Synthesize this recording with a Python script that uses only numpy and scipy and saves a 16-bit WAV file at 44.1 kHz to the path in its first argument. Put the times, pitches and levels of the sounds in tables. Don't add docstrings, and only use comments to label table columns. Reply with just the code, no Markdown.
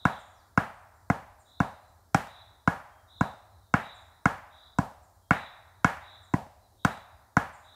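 import sys
import numpy as np
from scipy import signal
from scipy.fft import rfft, irfft
from scipy.io import wavfile
from scipy.ndimage import uniform_filter1d

SR = 44100
rng = np.random.default_rng(int(sys.argv[2]) if len(sys.argv) > 2 else 0)


def master_out(mix):
    frames = np.transpose(np.atleast_2d(mix))
    ceiling = np.clip(frames, -1, 1)
    pcm = np.round(ceiling * 32767).astype(np.int16)
    wavfile.write(sys.argv[1], SR, pcm)


def elevation(decibels):
    levels = np.asarray(decibels, float)
    return 10 ** (levels / 20)


N = 341775

BLOWS = [(0.0523, 1.5, -2.5, -2, 0.5), (.575, 2.5, -1.5, -2, -0.4), (1.0999, -4, -0.7, -6.5, 0.5),
         (1.6019, -3.5, -2.5, -5.5, 2.5), (2.1452, -0.5, 2, 6.5, -9), (2.675, 1.5, -3.5, -2, 0.4),
         (3.209, -3.5, -4, -6.5, 4), (3.7391, 2, 3, -1, -1), (4.2557, 3, -2, 0, -0.8),
         (4.7856, -7, -3.5, -3.5, 7), (5.3076, 3.5, 4.5, 0.5, -3.2), (5.8447, 4, 1.5, 5, -0.8),
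         (6.3376, -14, 4, -6, 11.5), (6.8483, 0.5, -0.3, 2.5, -0.3), (7.3677, 2.5, -1, 0, -0.5)]


def evened(x):
    return x / np.sqrt(np.mean(x ** 2) + 1e-20)


def read(points, hz, column=1):
    columns = np.transpose(points)
    return np.interp(np.log(hz + 1), np.log(columns[0] + 1), columns[column])


def add(mix, s, sound):
    at = round(s * SR)
    sound = sound[max(-at, 0):]
    part = mix[max(at, 0):][:len(sound)]
    part += sound[:len(part)]


def late(x, s):
    lag = round(s * SR)
    return np.concatenate([np.zeros(lag), x[:len(x) - lag]])


def ring(modes, t, contact_s, tune=1):
    free = np.zeros(len(t))
    for hz, db, t60, sign in modes:
        free += sign * elevation(db - 60 * t / t60) * np.sin(2 * np.pi * hz * tune * t)
    force = np.sin(np.pi * np.clip(t[:600] / contact_s, 0, 1))
    return np.convolve(free, force / force.sum())[:len(t)]


def levels(s, knock_db, bright_db, tick_db, hollow_db):
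    lower_db = 0.78 + 0.34 * knock_db + 0.13 * bright_db
    thump_db = 0.33 - .03 * knock_db
    return s, knock_db, thump_db, lower_db, knock_db + bright_db, tick_db, knock_db + hollow_db


def steel_tick(t, tick_db):
    # frequency in Hz, level in dB per Hz.
    tick_spectrum = [(1760, -17.5), (3000, -6), (4300, -12.5), (5900, -5), (7840, -10), (9180, -17.5),
                     (12200, -22), (15300, -31.5)]
    tick_t60, splinter_t60, splinter_share = .005, .03, .25
    decay = elevation(-60 * t / tick_t60) + splinter_share * elevation(-60 * t / splinter_t60)
    burst = late(rng.standard_normal(len(t)) * decay, .0024)
    colour = elevation(read(tick_spectrum, np.fft.rfftfreq(len(t), 1 / SR)))
    steel = irfft(rfft(burst) * colour)
    return elevation(tick_db - 24.5) * steel / abs(steel).max()


def wood_knock(t, lower_db, knock_db, upper_db, hollow_db):
    # frequency in Hz, level in dB, t60 in seconds, sign of the push.
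    lower_modes = [(530, -15, .012, -1), (640, -27, .05, 1), (714, -22, .07, 1), (808, -28, .07, 1)]
    main_modes = [(1231, -6, .014, -1), (1498, -9, .012, 1), (1666, -23, .09, -1)]
    upper_modes = [(1842, -26, .06, 1), (2134, -30, .025, 1), (2220, -25, .046, 1), (2655, -22, .012, 1)]
    # frequency in Hz, level in dB, t60 in seconds, sign.
    hollow_mode = [(1005, -13, .02, 1)]
    groups = [(lower_db, lower_modes), (knock_db, main_modes), (upper_db, upper_modes), (hollow_db, hollow_mode)]
    knock = np.zeros(len(t))
    for db, modes in groups:
        tune = 1 + .006 * np.clip(rng.standard_normal(), -2, 2)
        knock += elevation(db) * ring(modes, t, .0004, tune)
    return knock


def pole_thump(t, thump_db):
    # frequency in Hz, level in dB, t60 in seconds, sign of the push.
    bending_modes = [(100, -16.3, .055, -1), (172, -9.2, .043, 1), (276, -10.5, .04, -1),
                     (60, -34, .14, -1), (345, -25, .03, 1)]
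    return elevation(thump_db) * ring(bending_modes, t, .0025)


def blow(s, knock_db, thump_db, lower_db, upper_db, tick_db, hollow_db):
    t = np.arange(8192) / SR
    steel = steel_tick(t, tick_db)
    knock = late(wood_knock(t, lower_db, knock_db, upper_db, hollow_db), .0026)
    thump = late(pole_thump(t, thump_db), .0024)
    mirrored = late(-.6 * steel - .75 * knock, .00168)
    return s - .002, (steel + knock + mirrored + thump) * signal.windows.tukey(len(t), .02)


def head_hum(knock_db, bright_db):
    hum_db = -57 + 1.2 * (knock_db + bright_db)
    return ring([(1860, hum_db, .9, 1)], np.arange(SR) / SR, .0004)


def axe_on_pole():
    # start in seconds, frequency in Hz, level in dB, t60 in seconds.
    off_spot = [
        (1.1003, 2042, -12.5, 0.0155),
        (1.1003, 727, -21, .04),
        (2.1467, 770, -7, 0.027),
        (2.1463, 2404, -16.5, 0.028),
        (4.2562, 2103, -15, 0.0327),
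        (5.3092, 1369, -26, 0.079),
        (6.3405, 1938, -19.5, 0.0204),
        (6.3381, 350, -17, 0.0262),
        (7.3684, 2030, -16.5, .025),
    ]
    # delay in seconds, level in dB.
    trunks = [
        (0.015, -22),
        (0.032, -32),
        (0.053, -30),
        (.125, -31.5),
    ]
    axe = np.zeros(N)
    for row in BLOWS:
        add(axe, *blow(*levels(*row)))
    for s, *mode in off_spot:
        add(axe, s, ring([(*mode, 1)], np.arange(6000) / SR, .0004) * np.linspace(1, 0, 6000))
    for s, knock_db, bright_db, *_ in BLOWS:
        add(axe, s, head_hum(knock_db, bright_db))
    for delay, db in trunks:
        add(axe, delay, elevation(db) * signal.lfilter([1, -1], [1, -.92], axe))
    return axe


def all_round(s, knock_db, thump_db, lower_db, upper_db, tick_db, _):
    # frequency in Hz, level in dB.
    usual_power = [(200, -4.5), (850, -7), (1350, -14.5), (2200, -19), (5000, -22.5)]
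    hz, usual_db = np.transpose(usual_power)
    change_db = (thump_db, lower_db, knock_db, upper_db, 0.6 * tick_db)
    colour = np.transpose([hz, usual_db + change_db])
    click = irfft(elevation(read(colour, np.fft.rfftfreq(512, 1 / SR))))
    return s - 256 / SR, 23.54 * np.roll(click, 256) * np.hanning(512)


def forest(x):
    # frequency in Hz, early level in dB, early t60 in seconds,
    # late level in dB, late t60 in seconds.
    scattering = [(58, -24.5, 0.48, -50.5, 0.56), (163, -12.5, 0.25, -36.5, 0.81),
                  (380, -24.5, 0.16, -34.5, 0.3), (648.6, -13.5, 0.32, -22, 1.35),
                  (1620, -8, 0.31, -18, 1.34), (2510, -19, 0.32, -19.5, 0.76),
                  (3140, -24, 0.28, -23.5, 0.71), (6500, -28.5, 0.34, -33.5, 0.7)]
    length, out = round(1.5 * SR), np.zeros(len(x))
    turn = np.pi * (np.arange(len(x)) / SR - 1) / 1.57
    for k in range(3):
        taps = np.zeros(length)
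        at = np.arange(300, length - 16, 16) + rng.integers(0, 16, (length - 301) // 16)
        taps[at] = rng.choice([-1., 1.], len(at))
        hz, t, z = signal.stft(taps, SR, nperseg=512)
        early_db, early_t60, late_db, late_t60 = (read(scattering, hz, c)[:, None] for c in range(1, 5))
        early = elevation(early_db - 60 * (t / early_t60) ** 1.225) / np.sqrt(early_t60)
        fade = np.hypot(early, elevation(late_db - 60 * t / late_t60) / np.sqrt(late_t60))
        fade *= elevation(-8.0 * np.log2(np.maximum(hz[:, None] / 7000, 1)))
        fade[hz > 15650] *= .05
        rise = 0.0012 + 14 / (hz[:, None] + 400)
        tail = signal.istft(z * fade * (1 - np.exp(-t / rise)), SR, nperseg=512)[1] * 0.14
        tail[:300] = 0
        share = np.sqrt(2 / 3) * np.cos(turn + k * np.pi / 3)
        out += signal.fftconvolve(x * share, tail)[:len(x)]
    return out


def forest_tail(axe):
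    spread = np.zeros(SR + N)
    add(spread, .53, all_round(*levels(*BLOWS[0]))[1])
    for row in BLOWS:
        s, click = all_round(*levels(*row))
        add(spread, 1 + s, click)
    spread[SR:] += 0.031 * axe
    return forest(spread)[SR:]


def note(hz, db, edge, unsteady):
    drift = evened(uniform_filter1d(rng.standard_normal(SR), 200))[:len(hz)]
    phase = 2 * np.pi * np.cumsum(hz * (1 + unsteady * drift)) / SR
    return np.sqrt(2) * elevation(db) * np.sin(phase) * signal.windows.tukey(len(hz), min(edge, 1))


def trill(s, length, db, top_hz):
    trills_per_s, slide_hz = 54, 822
    beak_hz, beak_width_hz = 3790, 140
    t = np.arange(0, length, 1 / SR)
    cycle = (trills_per_s * (t - .029)) % 1
    dips = np.interp(cycle, [0, .15, .6, 1], [1, 0, .42, 1])
    dips = uniform_filter1d(np.where(t > .02, dips, .25), 40)
    hz = top_hz + 170 - 250 * np.exp(-t / 0.055) - slide_hz * dips
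    beak_db = -10 * np.log10(1 + ((hz - beak_hz) / beak_width_hz) ** 2)
    return s - .008, note(hz, db + 3.5 + beak_db - 9 * np.exp(-t / .05), .3, .004)


def chip(s, db):
    u = np.linspace(0, 1, round(.038 * SR))
    low_hz = np.interp(u, [0, .12, .5, 1], [7000, 7450, 7250, 6400])
    high_hz = np.interp(u, [0, .3, .5, 1], [7900, 8650, 8600, 7800])
    low = np.pad(note(low_hz, db, .3, .002), (0, 800))
    high = np.pad(note(high_hz, db, .3, .002), (0, 800))
    return s, late(low, .008) + elevation(-2.5) * high


def whistle(length, db, from_hz, to_hz):
    return note(np.linspace(from_hz, to_hz, round(length * SR)), db, .5, .02)


def birds():
    # start in seconds, length in seconds, level in dB, top pitch in Hz.
    trills = [
        (-.1, 0.27, -58, 3903),
        (1.449, 0.213, -62.5, 4051),
        (2.261, 0.19, -59, 3956),
        (3.077, 0.21, -58.5, 4020),
        (3.811, 0.15, -55, 3924),
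        (4.502, 0.203, -61, 3919),
        (5.322, 0.1756, -55, 3930),
        (6.015, 0.18, -57.5, 3943),
        (6.773, 0.25, -62.5, 3900),
        (7.62, 0.32, -61, 3950),
    ]
    # start in seconds, level in dB.
    chips = [
        (0.18, -69),
        (1.387, -71.5),
        (3.935, -71.5),
        (5.018, -75.5),
        (6.22, -72.5),
        (7.523, -68.5),
    ]
    # start in seconds, length in seconds, level in dB, first and last pitch in Hz.
    whistles = [(.155, .03, -60, 3100, 3700), (.15, .2, -82, 7600, 6600), (.335, .11, -77, 6500, 3500),
                (.7, .18, -85, 8600, 8250), (.93, .07, -82, 7400, 7350), (1.86, .07, -83, 7600, 7100),
                (6.1, .05, -83, 7400, 7300), (2.86, .2, -84, 3260, 3180), (5.2, .12, -87, 3250, 3250),
                (4.52, .3, -84, 4800, 4800), (7.1, .1, -85, 5000, 4750), (3.6, .12, -79, 3850, 3600)]
    # start in seconds, level in dB.
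    answers = [
        (1.82, -78),
        (3.5, -78),
        (4.1, -77),
        (5.74, -79),
        (6.6, -78),
    ]
    dry = np.zeros(N)
    for row in trills:
        add(dry, *trill(*row))
    for row in chips:
        add(dry, *chip(*row))
    for s, *glide in whistles:
        add(dry, s, whistle(*glide))
    for s, db in answers:
        add(dry, s, whistle(.09, db, 4180, 3780))
    t = np.arange(SR) / SR
    tail = rng.standard_normal(SR) * elevation(-60 * t / 0.82) * (t > .006)
    return dry + elevation(0.5) * signal.fftconvolve(dry, tail / np.linalg.norm(tail))[:N]


def air():
    # frequency in Hz, level in dB per Hz.
    air_spectrum = [(30, -6.5), (88, 7), (122, -13), (930, -22.5), (1150, -39.5), (2530, -42.5),
                    (4000, -28.5), (16000, -32)]
    frames, hz = N // 512 + 5, np.fft.rfftfreq(2048, 1 / SR)
    a, b, patches = rng.standard_normal((frames, 1025, 3)).T
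    patches = evened(uniform_filter1d(uniform_filter1d(patches, 16, 0), 10, 1))
    patch_db = 1.0 + 0.74 * (hz[:, None] < 150)
    z = (a + 1j * b) * elevation(read(air_spectrum, hz)[:, None] + patch_db * patches)
    z[hz > 15650] *= .1
    noise = signal.istft(z, nperseg=2048, noverlap=1536)[1][:N]
    return elevation(-63 + 2.0) * evened(noise)


def scene():
    axe = axe_on_pole()
    return (axe + forest_tail(axe) + birds() + air())[None]


def top_cut(x):
    return signal.sosfilt(signal.butter(12, 16670, fs=SR, output="sos"), x)


def record(dry):
    bass_cut = signal.butter(2, 52, "high", fs=SR, output="sos")
    dry = signal.oaconvolve(dry, signal.firwin(255, 16400, fs=SR)[None], "same")
    return top_cut(signal.sosfilt(bass_cut, dry))


dry = scene()
out = record(dry)
master_out(out)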